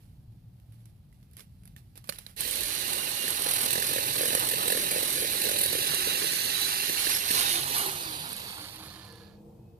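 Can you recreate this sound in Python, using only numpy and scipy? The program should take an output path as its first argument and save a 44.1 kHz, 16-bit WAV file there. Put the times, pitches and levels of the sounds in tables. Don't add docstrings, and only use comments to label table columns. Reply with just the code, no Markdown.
import sys
import numpy as np
from scipy import signal
from scipy.fft import rfft, irfft
from scipy.io import wavfile

SR = 44100
rng = np.random.default_rng(int(sys.argv[2]) if len(sys.argv) > 2 else 0)


def inscribe(sig):
    pcm = np.round(np.clip(np.atleast_2d(sig).T, -1, 1) * 32767)
    wavfile.write(sys.argv[1], SR, pcm.astype(np.int16))


def to_linear_factor(level_db):
    exponent = np.asarray(level_db, float) / 20
    return 10 ** exponent


N = 431738

# (frequency [Hz], level [dB per Hz])
RUMBLE_COLOUR = [(21, -46), (35, -12.5), (75, -4), (118, -0.5), (152, -7), (188, -9.5), (372, -31.5),
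                 (400, -40), (520, -96.5), (880, -120)]
# (time [s], level [dB])
RUMBLE_DB = [(0.0, -53), (0.43, -53), (0.92, -54), (4.31, -55), (7.82, -53), (9.79, -55)]
# (frequency [Hz], level [dB per Hz])
HISS_COLOUR = [(700, -29.5), (1200, -5), (2000, -10), (4500, -8), (7300, -22), (11000, -14.5),
               (15000, -9.5)]
HISS_DB = -75
# (frequency [Hz], level [dB per Hz])
ROAD_COLOUR = [(200, -9.5), (300, 2), (500, -3.5), (850, -4.5), (1100, -17), (1600, -30)]
# (time [s], level [dB])
ROAD_DB = [(0, -74), (2.3, -77.5), (9.0, -62.5), (9.5, -61), (9.79, -66.5)]
# (time [s], level [dB])
BREEZE_DB = [(0, -62), (1.0, -64), (1.9, -64), (2.35, -61), (2.6, -53), (2.85, -62), (3.2, -92),
             (9.79, -70.5)]
# (start [s], stop [s], from [Hz], to [Hz], level [dB])
DRONES = [(-0.5, 0.99, 110, 114.3, -54), (3.5, 5.0, 119.7, 138, -54), (5.6, 6.5, 143.2, 164.2, -53),
          (7.2, 8.35, 125.2, 161.7, -54.5), (8, 9.45, 187, 203, -63), (9, 9.72, 190, 215, -56),
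          (8.5, 8.95, 295, 311, -62), (8.5, 9.2, 310, 322, -58.5), (9, 9.9, 320, 342, -63),
          (9.0, 9.4, 497, 466, -64), (9, 10.1, 462, 460, -62.5), (9, 9.7, 507, 500, -66),
          (9, 10.1, 2465, 2610, -88)]

# (time [s], peak [dB], ring [Hz], swish over peak [dB])
TWIGS = [(0.5989, -61, 353, -15), (0.7221, -55, 356, -6), (0.8049, -64, 3560, -10),
         (0.856, -43.5, 344, -18), (1.1262, -53.5, 2010, -10), (1.2279, -49.5, 458, -23),
         (1.313, -58, 11300, -16), (1.3342, -52, 11100, -9), (1.3684, -41, 11350, -1.5),
         (1.385, -49, 2500, -11), (1.394, -40, 1200, -16), (1.405, -35.5, 431, -23),
         (1.634, -50.5, 435, -16), (1.655, -47.5, 11000, -18), (1.676, -48, 11400, -18),
         (1.7633, -37, 1810, -10), (1.9553, -42.5, 498, -0.5), (1.9762, -39, 11100, -32),
         (2.0414, -38.5, 1160, -12), (2.074, -45, 11480, -12), (2.082, -46, 11200, -16),
         (2.091, -16.5, 560, -26), (2.095, -21, 4320, -32), (2.123, -32, 1790, -9.5),
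         (2.136, -44, 3000, -13), (2.146, -45, 4500, -13), (2.1582, -42, 4390, -14),
         (2.1845, -35.5, 3850, -14), (2.187, -36.5, 11100, -16), (2.265, -30.5, 4080, -19),
         (2.295, -48, 1910, -9)]
# (time [s], level [dB])
RUSTLE_DB = [(0.0, -64), (0.2, -75.5), (0.55, -76), (0.8, -71), (1.05, -75.5), (1.5, -70), (2.0, -72.5),
             (2.17, -58), (2.4, -64)]
# (frequency [Hz], level [dB per Hz])
LEAVES_COLOUR = [(700, -4), (1500, -4.5), (4300, -3), (6000, -8), (7300, -10), (9000, -5), (11300, 0),
                 (15000, -10.5)]
TWIG_RING_DB, TWIG_DECAY_CYCLES, THIN_TWIG_DB_PER_OCTAVE = -16, 39, 6.5

# (time [s], chain level [dB])
EFFORT_DB = [(2.37, -46), (2.41, -37.5), (2.9, -35.5), (3.15, -36.5), (3.6, -31), (4.1, -33), (4.5, -33.5),
             (5.1, -33.5), (5.6, -32.5), (6.2, -32.5), (6.97, -33), (7.1, -29), (7.23, -35), (7.36, -28.5),
             (7.55, -31), (7.66, -36.5), (7.76, -31.5), (7.94, -39)]
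# (time [s], pressure [0-1])
PRESSURE = [(2.4, 0.78), (3.1, 0.78), (3.9, 0.92), (5.5, 1), (5.9, 0.54), (6.3, 0.43), (7.05, 0.2),
            (7.5, 0.36), (7.9, 0.63)]
# (time [s], peak [dB])
SLAPS = [(2.364, -36), (2.3878, -47), (2.4067, -15.5), (2.5105, -20), (2.5559, -19), (2.608, -19.5),
         (2.633, -20), (2.7507, -19), (2.9325, -20), (3.0922, -28), (3.2817, -17.5), (3.3052, -19),
         (3.4204, -15), (3.4878, -19), (3.5107, -14.5), (3.5367, -14), (3.5616, -23), (3.5885, -17),
         (3.614, -18), (3.6399, -21), (3.66, -19), (3.7073, -16.5), (3.731, -11), (3.8235, -20),
         (3.8679, -19.5), (3.8918, -21), (3.9348, -23), (4.186, -21), (4.2146, -20.5), (4.2555, -19),
         (4.2775, -19), (4.351, -11.5), (4.395, -16), (4.488, -14), (4.5119, -18), (4.68, -12.5),
         (4.7025, -21), (4.721, -15), (4.911, -17), (4.981, -22), (5.031, -19), (5.1051, -27),
         (5.1275, -23.5), (5.4174, -18), (5.4423, -22), (5.4887, -20), (5.5875, -17.5), (5.6129, -12),
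         (5.636, -11), (5.6598, -13), (5.7277, -21), (5.8725, -20), (5.9453, -16), (6.616, -19),
         (7.286, -23), (7.3107, -10.5), (7.4089, -14.5), (7.5046, -22.5), (7.5276, -19), (7.782, -16.5)]
# (time [s], depth [0-1])
BITE = [(2.4, 0.06), (3.2, 0.3), (3.6, 0.63), (4.3, 0.4), (5.0, 0.34), (5.7, 0.42), (6.2, 0.08),
        (7.0, 0.17), (7.5, 0.22)]
# (frequency [Hz], level [dB per Hz])
CHAIN_LOW_COLOUR = [(1250, -28.5), (1500, -9.5), (1750, -5), (2300, -8.5), (2850, -3.5), (3350, -5.5),
                    (4250, 1.5), (5000, -6), (6500, -8), (7300, -12), (8200, -51)]
# (frequency [Hz], level [dB per Hz])
CHAIN_HIGH_COLOUR = [(6500, -25), (7400, -12.5), (8400, -2.5), (9800, -1.5), (11300, -0.5), (12200, -3),
                     (13000, -4), (14500, -9.5), (15500, -19.5)]
# (frequency [Hz], level [dB per Hz])
COASTING_COLOUR = [(1150, -42), (1450, -10.5), (1700, -0.5), (1900, -5.5), (2800, -4.5), (3400, -2),
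                   (4100, 1.5), (4450, 4), (4900, -2.5), (5500, -8), (7300, -12), (8200, -49)]
# (frequency [Hz], level [dB per Hz])
WOOD_COLOUR = [(60, -23), (150, -6.5), (260, -3), (450, 1.5), (600, 5), (800, -23)]
# (frequency [Hz], level [dB per Hz])
HOUSING_COLOUR = [(500, -26), (700, -3.5), (870, -2), (1050, -4), (1250, -3.5), (1450, -7.5), (1800, -35.5)]
# (time [s], level [dB])
HOUSING_SHADE_DB = [(2.4, -6), (2.9, 0), (4.4, 1.5), (5.2, -1), (6.0, -3), (6.8, -2.5), (7.3, -1.5),
                    (7.9, 1), (8.4, 1.5), (9.1, 5.5)]
SPROCKET_HZ = 42.4
RELEASE_S, STOP_S = 7.9, 9.43
COAST_POWER, THINNING_POWER = 1.2, 1.6
LAP_S, LAP_PEAK_S, LAP_DB = 0.38, 4.35, 0.16
BRIGHT_DB, BRIGHT_PRESSED_DB = -0.92, 4
BRIGHT_COAST = 0.47
BRANCH_DB, BRANCH_PRESSED_DB, HOUSING_DB = -21.5, 12, -12
BREAK_S, RATTLE_S, BREAK_DB = 7.72, 0.27, 4.5

# (time [s], speed [turns per s])
MOTOR_HZ = [(2.36, 250), (2.6, 366), (6.1, 370), (6.3, 389), (6.45, 389), (6.56, 371), (6.85, 397),
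            (7.05, 406), (7.14, 394), (7.3, 411), (7.45, 356), (7.6, 343), (7.66, 401), (7.73, 411),
            (7.87, 390), (8.03, 336), (8.31, 252), (8.6, 170)]
# (time [s], level [dB])
TORQUE_DB = [(2.36, 0), (2.7, 0), (3.6, -5.5), (4.3, 0.5), (5.0, 1.5), (5.8, 4), (6.15, 2.5), (6.38, -3.5),
             (6.65, 10.5), (6.87, -5), (7.0, 2), (7.15, -12), (7.45, 6.5), (7.58, 4.5), (7.7, -6),
             (7.9, -6), (8.05, -8)]
# (level over chain [dB], share of torque [dB/dB], at full pressure [dB],
#               when free [dB], fading when free [dB per s])
HUM_LINE = (-15.5, 0.66, -6, 12, -59)
MESH_LINE = (-9.5, 1.15, 1, 2, -56)
POLE_LINE = (-24, -3, -6.5, 17.5, -60)
FAN_LINE = (-6.5, -0.8, -6, -3, -70)
MESH_ORDER, POLE_ORDER, FAN_ORDER = 10.5, 14.3, 28.7
# (start [s], stop [s], order [per turn], level [dB])
RUN_DOWN = [
    (8.01, 8.16, 14.3, -43),
    (8.08, 8.2, 13.4, -49),
    (8.23, 8.32, 14.2, -50),
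    (8.0, 8.12, 11.0, -49),
]
# (start [s], stop [s], from [Hz], to [Hz], level [dB])
BAR_RINGS = [
    (2.66, 3.45, 2830, 2810, -42),
    (5.7, 6.6, 2825, 2740, -41.5),
    (6.5, 7.4, 2775, 2717, -43),
    (8.75, 9.42, 1820, 1660, -62),
    (8.75, 9.35, 1030, 992, -63),
    (8.3, 8.85, 4530, 4450, -50),
    (8.7, 9.3, 4450, 4380, -58),
]

# (time [s], peak [dB], high mode over peak [dB])
KNOCKS = [(3.278, -33.5, 6), (3.462, -30, 2), (3.755, -26, -2), (3.778, -28.5, -1), (3.823, -32.5, 8.5),
          (3.934, -31, -1), (3.96, -27, -2), (3.982, -27.5, 1), (4.156, -34, 1), (4.183, -33.5, -3),
          (4.208, -25, -4), (4.232, -25.5, -3), (4.254, -26, -4), (4.281, -32, -8), (4.304, -28, -3.5),
          (4.329, -26, -3.5), (4.349, -26.5, -3), (4.372, -26, -1), (4.424, -33, -2), (4.514, -34, 5),
          (4.536, -26.5, -2), (4.655, -31, -8.5), (4.678, -27, -8.5), (4.701, -25, -2.5), (4.723, -26, 3.5),
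          (4.748, -26, -3), (4.772, -31, 5), (4.837, -36, -11), (4.866, -37.5, -6.5), (4.912, -31, -6),
          (4.96, -26, -7), (4.981, -29.5, -10), (5.028, -29, -9), (5.176, -30, -1), (5.223, -30.5, -6),
          (5.245, -30, -17), (5.35, -38, -13), (5.438, -30, -13), (5.452, -30, -8), (5.466, -27.5, -8),
          (5.49, -24.5, -4), (5.513, -27.5, -7), (5.56, -39, -6), (5.63, -33.5, -6), (5.655, -29, -5.5),
          (5.727, -25.5, -12), (5.751, -28, -2), (5.785, -30, -8), (5.845, -39.5, -8), (5.867, -37, -3.5),
          (5.936, -31, -7), (6.072, -27.5, -13), (6.218, -27, -4), (6.242, -27, -10), (6.33, -34, -6),
          (6.45, -36, -4), (6.895, -30.5, 1), (7.068, -30.5, 9), (7.304, -30.5, 3), (7.861, -34, -12)]
# (time [s], frequency [Hz])
BRANCH_HZ = [(2.8, 380), (3.7, 496), (4.7, 505), (5.6, 504), (6.2, 405), (7.0, 359), (7.3, 276), (7.9, 384)]

# (time [s], peak [dB])
LOOSE_LINKS = [(6.0496, -24), (6.2871, -26), (6.4771, -22), (6.647, -18), (6.7784, -23), (7.169, -13),
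               (7.6589, -21), (8.0267, -28), (8.076, -29), (8.2916, -25), (8.32, -29), (8.33, -21),
               (8.3654, -23), (8.401, -31), (8.45, -34), (8.545, -32), (8.7585, -38.5), (8.8493, -43),
               (8.8682, -39), (8.9251, -43), (8.967, -44), (9.0503, -39), (9.1242, -43), (9.1561, -46)]
TEETH_PER_S2, TEETH_STOP_S = 122, 9.35
TICK_DB, TICK_SPREAD_DB, TICK_T60_S = 10, 5, 0.0071

# (frequency [Hz], level [dB])
SHADOW_COLOUR = [(100, 1), (300, 0.5), (1200, -3), (2500, -7.5), (4000, -15.5), (5400, -7.5), (6300, -11.5),
                 (8000, -13.5), (10000, -7), (13000, -10.5)]
# (time [s], delay [ms])
LAG_MS = [(2.5, 0.39), (3.2, 0.36), (5.3, 0.37), (6.35, 0.47), (7.05, .39), (7.75, 0.266), (8.45, 0.15),
          (9.15, 0.0069)]
# (time [s], left minus right [dB])
TURN_DB = [(2.4, -10.5), (3.24, -10), (3.92, -8), (4.7, -7), (5.5, -8), (6.2, -7.5), (6.8, -8), (7.3, -8.5),
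           (7.8, -7), (8.6, -8), (9.4, -9.5)]


def time_s():
    return np.arange(N) / SR


def in_time(rows):
    s, *columns = np.transpose(rows)
    return [np.interp(time_s(), s, c) for c in columns]


def gate(start_s, stop_s, fade):
    return np.clip(np.minimum(time_s() - start_s, stop_s - time_s()) / fade, 0, 1)


def rms_one(x):
    return x / np.sqrt(np.mean(x ** 2) + 1e-20)


def coloured(x, points, size=8192):
    hz, level_db = np.transpose(points)
    grid_hz = np.maximum(np.arange(size // 2 + 1) * SR / size, 1)
    gain = to_linear_factor(np.interp(np.log(grid_hz), np.log(hz), level_db))
    cepstrum = irfft(np.log(gain))
    cepstrum[1:size // 2] *= 2
    cepstrum[size // 2 + 1:] = 0
    impulse = irfft(np.exp(rfft(cepstrum)))[:size // 2]
    return signal.oaconvolve(x, impulse)[:N]


def noise(colour):
    return rms_one(coloured(rng.standard_normal(N), colour))


def drift(rate_hz, size=N):
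    r = np.exp(-2 * np.pi * rate_hz / SR)
    slow = signal.lfilter([1], [1, -2 * r, r * r], rng.standard_normal(size + 8000))
    return rms_one(slow[8000:])


def grains(per_s, spread_db):
    sizes = to_linear_factor(spread_db * np.minimum(rng.exponential(1, N), 5))
    signs = rng.choice([-1, 1], N)
    return sizes * signs * (rng.random(N) < per_s / SR)


def bursts(times_s, heights, t60s, rise_s):
    out, t = np.zeros(N + SR), np.arange(SR // 4) / SR
    for s, height, t60 in zip(times_s, heights, t60s):
        first = int(s * SR)
        out[first:first + len(t)] += height * np.minimum(t / rise_s, 1) * to_linear_factor(-60 * t / t60)
    return out[:N]


def whine(hz, width_hz, steady):
    phase = 2 * np.pi * np.cumsum(hz) / SR
    in_phase = (steady + drift(width_hz, size=len(hz))) * np.cos(phase)
    quadrature = drift(width_hz, size=len(hz)) * np.sin(phase)
    return rms_one(in_phase + quadrature)


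def glides(rows, width_hz, steady, fade):
    out = np.zeros(N)
    for start, stop, from_hz, to_hz, level_db in rows:
        swell = gate(start, stop, fade)
        heard = swell > 0
        hz = np.interp(time_s()[heard], [start, stop], [from_hz, to_hz])
        out[heard] += to_linear_factor(level_db) * swell[heard] * whine(hz, width_hz, steady)
    return out


def drones():
    return glides(DRONES, width_hz=8, steady=1.1, fade=0.15)


def traffic():
    rumble = noise(RUMBLE_COLOUR) * to_linear_factor(in_time(RUMBLE_DB)[0] + 1.0 * drift(1.4))
    breeze = noise([(22, -38), (38, 2.5), (55, 3.5), (100, -47.0)])
    breeze = breeze * to_linear_factor(in_time(BREEZE_DB)[0] + 1.6 * drift(2.4)) * gate(-1, 3.3, fade=0.3)
    road_gain = to_linear_factor(in_time(ROAD_DB)[0])
    shared_road = noise(ROAD_COLOUR)
    sides = []
    for side in range(2):
        road = road_gain * (0.6 * shared_road + 1.0 * noise(ROAD_COLOUR))
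        sides.append(to_linear_factor(-66) * noise(RUMBLE_COLOUR) + road + to_linear_factor(HISS_DB) * noise(HISS_COLOUR))
    return rumble + breeze + drones() + np.array(sides)


def brush():
    s, peak_db, ring_hz, swish_db = np.transpose(TWIGS)
    snaps = bursts(s, to_linear_factor(peak_db - 1.5), np.full(len(s), 0.016), rise_s=0.0008)
    swish = bursts(s, to_linear_factor(peak_db + swish_db), np.full(len(s), 0.14), rise_s=0.02)
    rings, t = np.zeros(N), np.arange(SR // 8) / SR
    heights = to_linear_factor(peak_db + TWIG_RING_DB + THIN_TWIG_DB_PER_OCTAVE * np.log2(ring_hz / 500))
    for at, height, hz in zip((s * SR).astype(int), heights, ring_hz):
        decay = to_linear_factor(-60 * t * hz / TWIG_DECAY_CYCLES)
        rings[at:at + len(t)] += height * np.sin(2 * np.pi * hz * t) * decay
    rustle = to_linear_factor(in_time(RUSTLE_DB)[0] + 1.5 * drift(30)) * gate(-1, 2.7, fade=0.019)
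    leaves = rms_one(coloured(grains(per_s=13000, spread_db=3.5), LEAVES_COLOUR))
    return rings + (snaps + swish + rustle) * leaves


def coast_db():
    speed = np.clip((STOP_S - time_s()) / (STOP_S - RELEASE_S), 0.003, 1)
    return COAST_POWER * 20 * np.log10(speed)


def chain_level_db():
    lap_db = LAP_DB * np.cos(2 * np.pi * (time_s() - LAP_PEAK_S) / LAP_S)
    return in_time(EFFORT_DB)[0] + lap_db + coast_db()


def throb(blow_s):
    turns = np.cumsum(np.maximum(np.round(np.diff(blow_s, prepend=0) * SPROCKET_HZ), 1))
    since = (np.interp(time_s(), blow_s, turns) + 0.22) % 1
    pulse = 2.5 * since * np.exp(1 - 3.64 * since) * 1.11
    return 1 + np.clip(in_time(BITE)[0], 0, 1) * (pulse - 1)


def chain(blow_s):
    chain_db, pressure = chain_level_db(), in_time(PRESSURE)[0]
    thinned = np.maximum(to_linear_factor(THINNING_POWER * coast_db()), 0.22)
    links = grains(per_s=13000 * thinned, spread_db=2.0) / np.sqrt(thinned)
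    links = links * to_linear_factor(0.37 * drift(62)) * throb(blow_s)
    low_links = rms_one(coloured(links, CHAIN_LOW_COLOUR))
    high_links = rms_one(coloured(links, CHAIN_HIGH_COLOUR))

    free = gate(7.98, 12, fade=0.15)
    low = (1 - free) * low_links + free * rms_one(coloured(links, COASTING_COLOUR))
    low = low * to_linear_factor(chain_db + 3.0 + 0.28 * drift(36))
    bright_db = BRIGHT_DB + BRIGHT_PRESSED_DB * pressure + BRIGHT_COAST * coast_db()
    high = high_links * to_linear_factor(chain_db + bright_db + 2.5 - 1.84 * free + 1.1 * drift(98))
    branch_db = BRANCH_DB + BRANCH_PRESSED_DB * pressure + 3.0 + 1.6 * drift(14.0)
    branch = rms_one(coloured(links, WOOD_COLOUR)) * to_linear_factor(chain_db + branch_db)
    rattle_db = BREAK_DB * gate(BREAK_S, BREAK_S + RATTLE_S, fade=0.03)
    housing_db = HOUSING_DB + in_time(HOUSING_SHADE_DB)[0] + rattle_db + 4.5 + 2.0 * drift(11.7)
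    housing = rms_one(coloured(links, HOUSING_COLOUR)) * to_linear_factor(chain_db + housing_db)

    s, peak_db = np.transpose(SLAPS)
    slaps = bursts(s - 0.0015, to_linear_factor(peak_db - 5.0), np.full(len(s), 0.03), rise_s=0.0016)
    slaps = slaps * (high_links + to_linear_factor(-14.5) * low_links)
    spin_up = gate(2.362, 9.6, fade=0.012)
    return (low + high + branch + housing) * spin_up + slaps


def motor():
    turns_hz, torque_db, pressure = in_time(MOTOR_HZ)[0], in_time(TORQUE_DB)[0], in_time(PRESSURE)[0]
    free, free_s = gate(7.68, 12, fade=0.18), np.maximum(time_s() - 8.3, 0)
    chain_db, drivers = chain_level_db(), [np.ones(N), torque_db, pressure, free, free_s]
    lines = (HUM_LINE, MESH_LINE, POLE_LINE, FAN_LINE)
    hum_db, mesh_db, pole_db, fan_db = (chain_db + np.dot(line, drivers) for line in lines)

    hum = to_linear_factor(hum_db) * whine(turns_hz, width_hz=10, steady=1.2)
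    mesh = to_linear_factor(mesh_db) * whine(MESH_ORDER * turns_hz, width_hz=50, steady=0.6)
    pole = to_linear_factor(pole_db - 3) * whine(POLE_ORDER * turns_hz, width_hz=25, steady=0.5)
    pole = pole + to_linear_factor(pole_db - 8) * whine((POLE_ORDER - 1) * turns_hz, width_hz=20, steady=0.3)
    pole = coloured(pole, COASTING_COLOUR) * gate(2, 7.7, fade=0.1)
    for start, stop, order, level_db in RUN_DOWN:
        heard = slice(int(start * SR), int(stop * SR))
        swell = gate(start, stop, fade=0.04)[heard]
        pole[heard] += to_linear_factor(level_db) * swell * whine(order * turns_hz[heard], width_hz=25, steady=1.5)
    fan = to_linear_factor(fan_db) * whine(FAN_ORDER * turns_hz, width_hz=60, steady=1.0)
    fan = fan * gate(2, 8.0, fade=0.15)
    bar = glides(BAR_RINGS, width_hz=35, steady=0.6, fade=0.2)
    return (hum + mesh + pole + fan + bar) * gate(2.37, 10.0, fade=0.13)


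def knocks(blow_s, blow_db, high_db):
    out, t = np.zeros(N + SR), np.arange(SR // 16) / SR
    high_mode = np.sin(2 * np.pi * 1750 * t) * to_linear_factor(3.0 - 60 * t / 0.012)
    branch_hz = in_time(BRANCH_HZ)[0]
    for s, peak_db, upper_db, luck in zip(blow_s, blow_db, high_db, rng.standard_normal(len(blow_s))):
        first = int(s * SR)
        hz = branch_hz[first] * (1 + 0.059 * luck)
        low_mode = np.sin(2 * np.pi * hz * t) * to_linear_factor(3.0 - 60 * t / 0.03)
        ring = low_mode + high_mode * to_linear_factor(upper_db + 6.5)
        out[first:first + len(t)] += ring * np.minimum(t / 0.0025, 1) * to_linear_factor(peak_db)
    blows = bursts(blow_s, to_linear_factor(blow_db), np.full(len(blow_s), 0.035), rise_s=0.0029)
    cracks = to_linear_factor(-5.0) * noise(CHAIN_LOW_COLOUR)
    thumps = to_linear_factor(-4.5) * noise(WOOD_COLOUR)
    return out[:N] + blows * (cracks + thumps)


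def ticks():
    teeth_per_s = TEETH_PER_S2 * np.maximum(TEETH_STOP_S - time_s(), 0) * (time_s() > RELEASE_S)
    passed = np.cumsum(teeth_per_s) / SR
    at = np.flatnonzero(np.diff(np.floor(passed)))
    luck = rng.standard_normal((300, 2))[:len(at)]
    level_db = (chain_level_db() + BRIGHT_COAST * coast_db())[at]
    level_db = level_db + TICK_DB + TICK_SPREAD_DB * np.tanh(luck[:, 0])
    heights = gate(RELEASE_S + 0.05, 12, fade=0.4)[at] * to_linear_factor(level_db)
    tick_s = at / SR + 0.0008 * luck[:, 1]
    hits = bursts(tick_s, heights, np.full(len(at), TICK_T60_S), rise_s=0.0002)
    s, peak_db = np.transpose(LOOSE_LINKS)
    hits = hits + bursts(s, to_linear_factor(peak_db - 1.0), np.full(len(s), 0.009), rise_s=0.0004)
    low_pass = signal.butter(2, 12000, fs=SR, output="sos")
    ring = signal.sosfilt(low_pass, rng.standard_normal(N))
    return hits * rms_one(coloured(ring, CHAIN_HIGH_COLOUR))


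def scatter(x, t60_s, level_db):
    t = np.arange(int(t60_s * SR)) / SR
    echoes = rng.standard_normal((2, len(t))) * to_linear_factor(-60 * t / t60_s)
    first, second = (signal.oaconvolve(x, e / np.sqrt(np.sum(e ** 2)))[:N] for e in echoes)
    angle = 2.5 * drift(5)
    out = np.cos(angle) * first + np.sin(angle) * second
    high_pass = signal.butter(2, 2300, "high", fs=SR, output="sos")
    return to_linear_factor(level_db) * signal.sosfilt(high_pass, out)


def two_microphones(x):
    lag_samples = in_time(LAG_MS)[0] * SR / 1000
    late = np.interp(np.arange(N) - lag_samples, np.arange(N), x)
    left = coloured(late + scatter(x, t60_s=0.04, level_db=5.0), SHADOW_COLOUR)
    left = left * to_linear_factor(in_time(TURN_DB)[0] + 5.0)
    right = x + scatter(x, t60_s=0.049, level_db=-14.5)
    return np.array([left, right])


def scene():
    blow_s, blow_db, high_db = np.transpose(KNOCKS)
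    saw = chain(blow_s) + ticks() + motor() + knocks(blow_s, blow_db + 4.0, high_db)
    return two_microphones(saw + brush()) + traffic()


def top_cut(x):
    return signal.sosfilt(signal.butter(12, 16470, fs=SR, output="sos"), x)


def record(dry):
    high_pass = signal.butter(2, 30, "high", fs=SR, output="sos")
    low_pass = signal.cheby2(18, 60, 15800, fs=SR, output="sos")
    mix = signal.sosfilt(low_pass, signal.sosfilt(high_pass, dry))
    return top_cut(mix)


dry = scene()
out = record(dry)
inscribe(out)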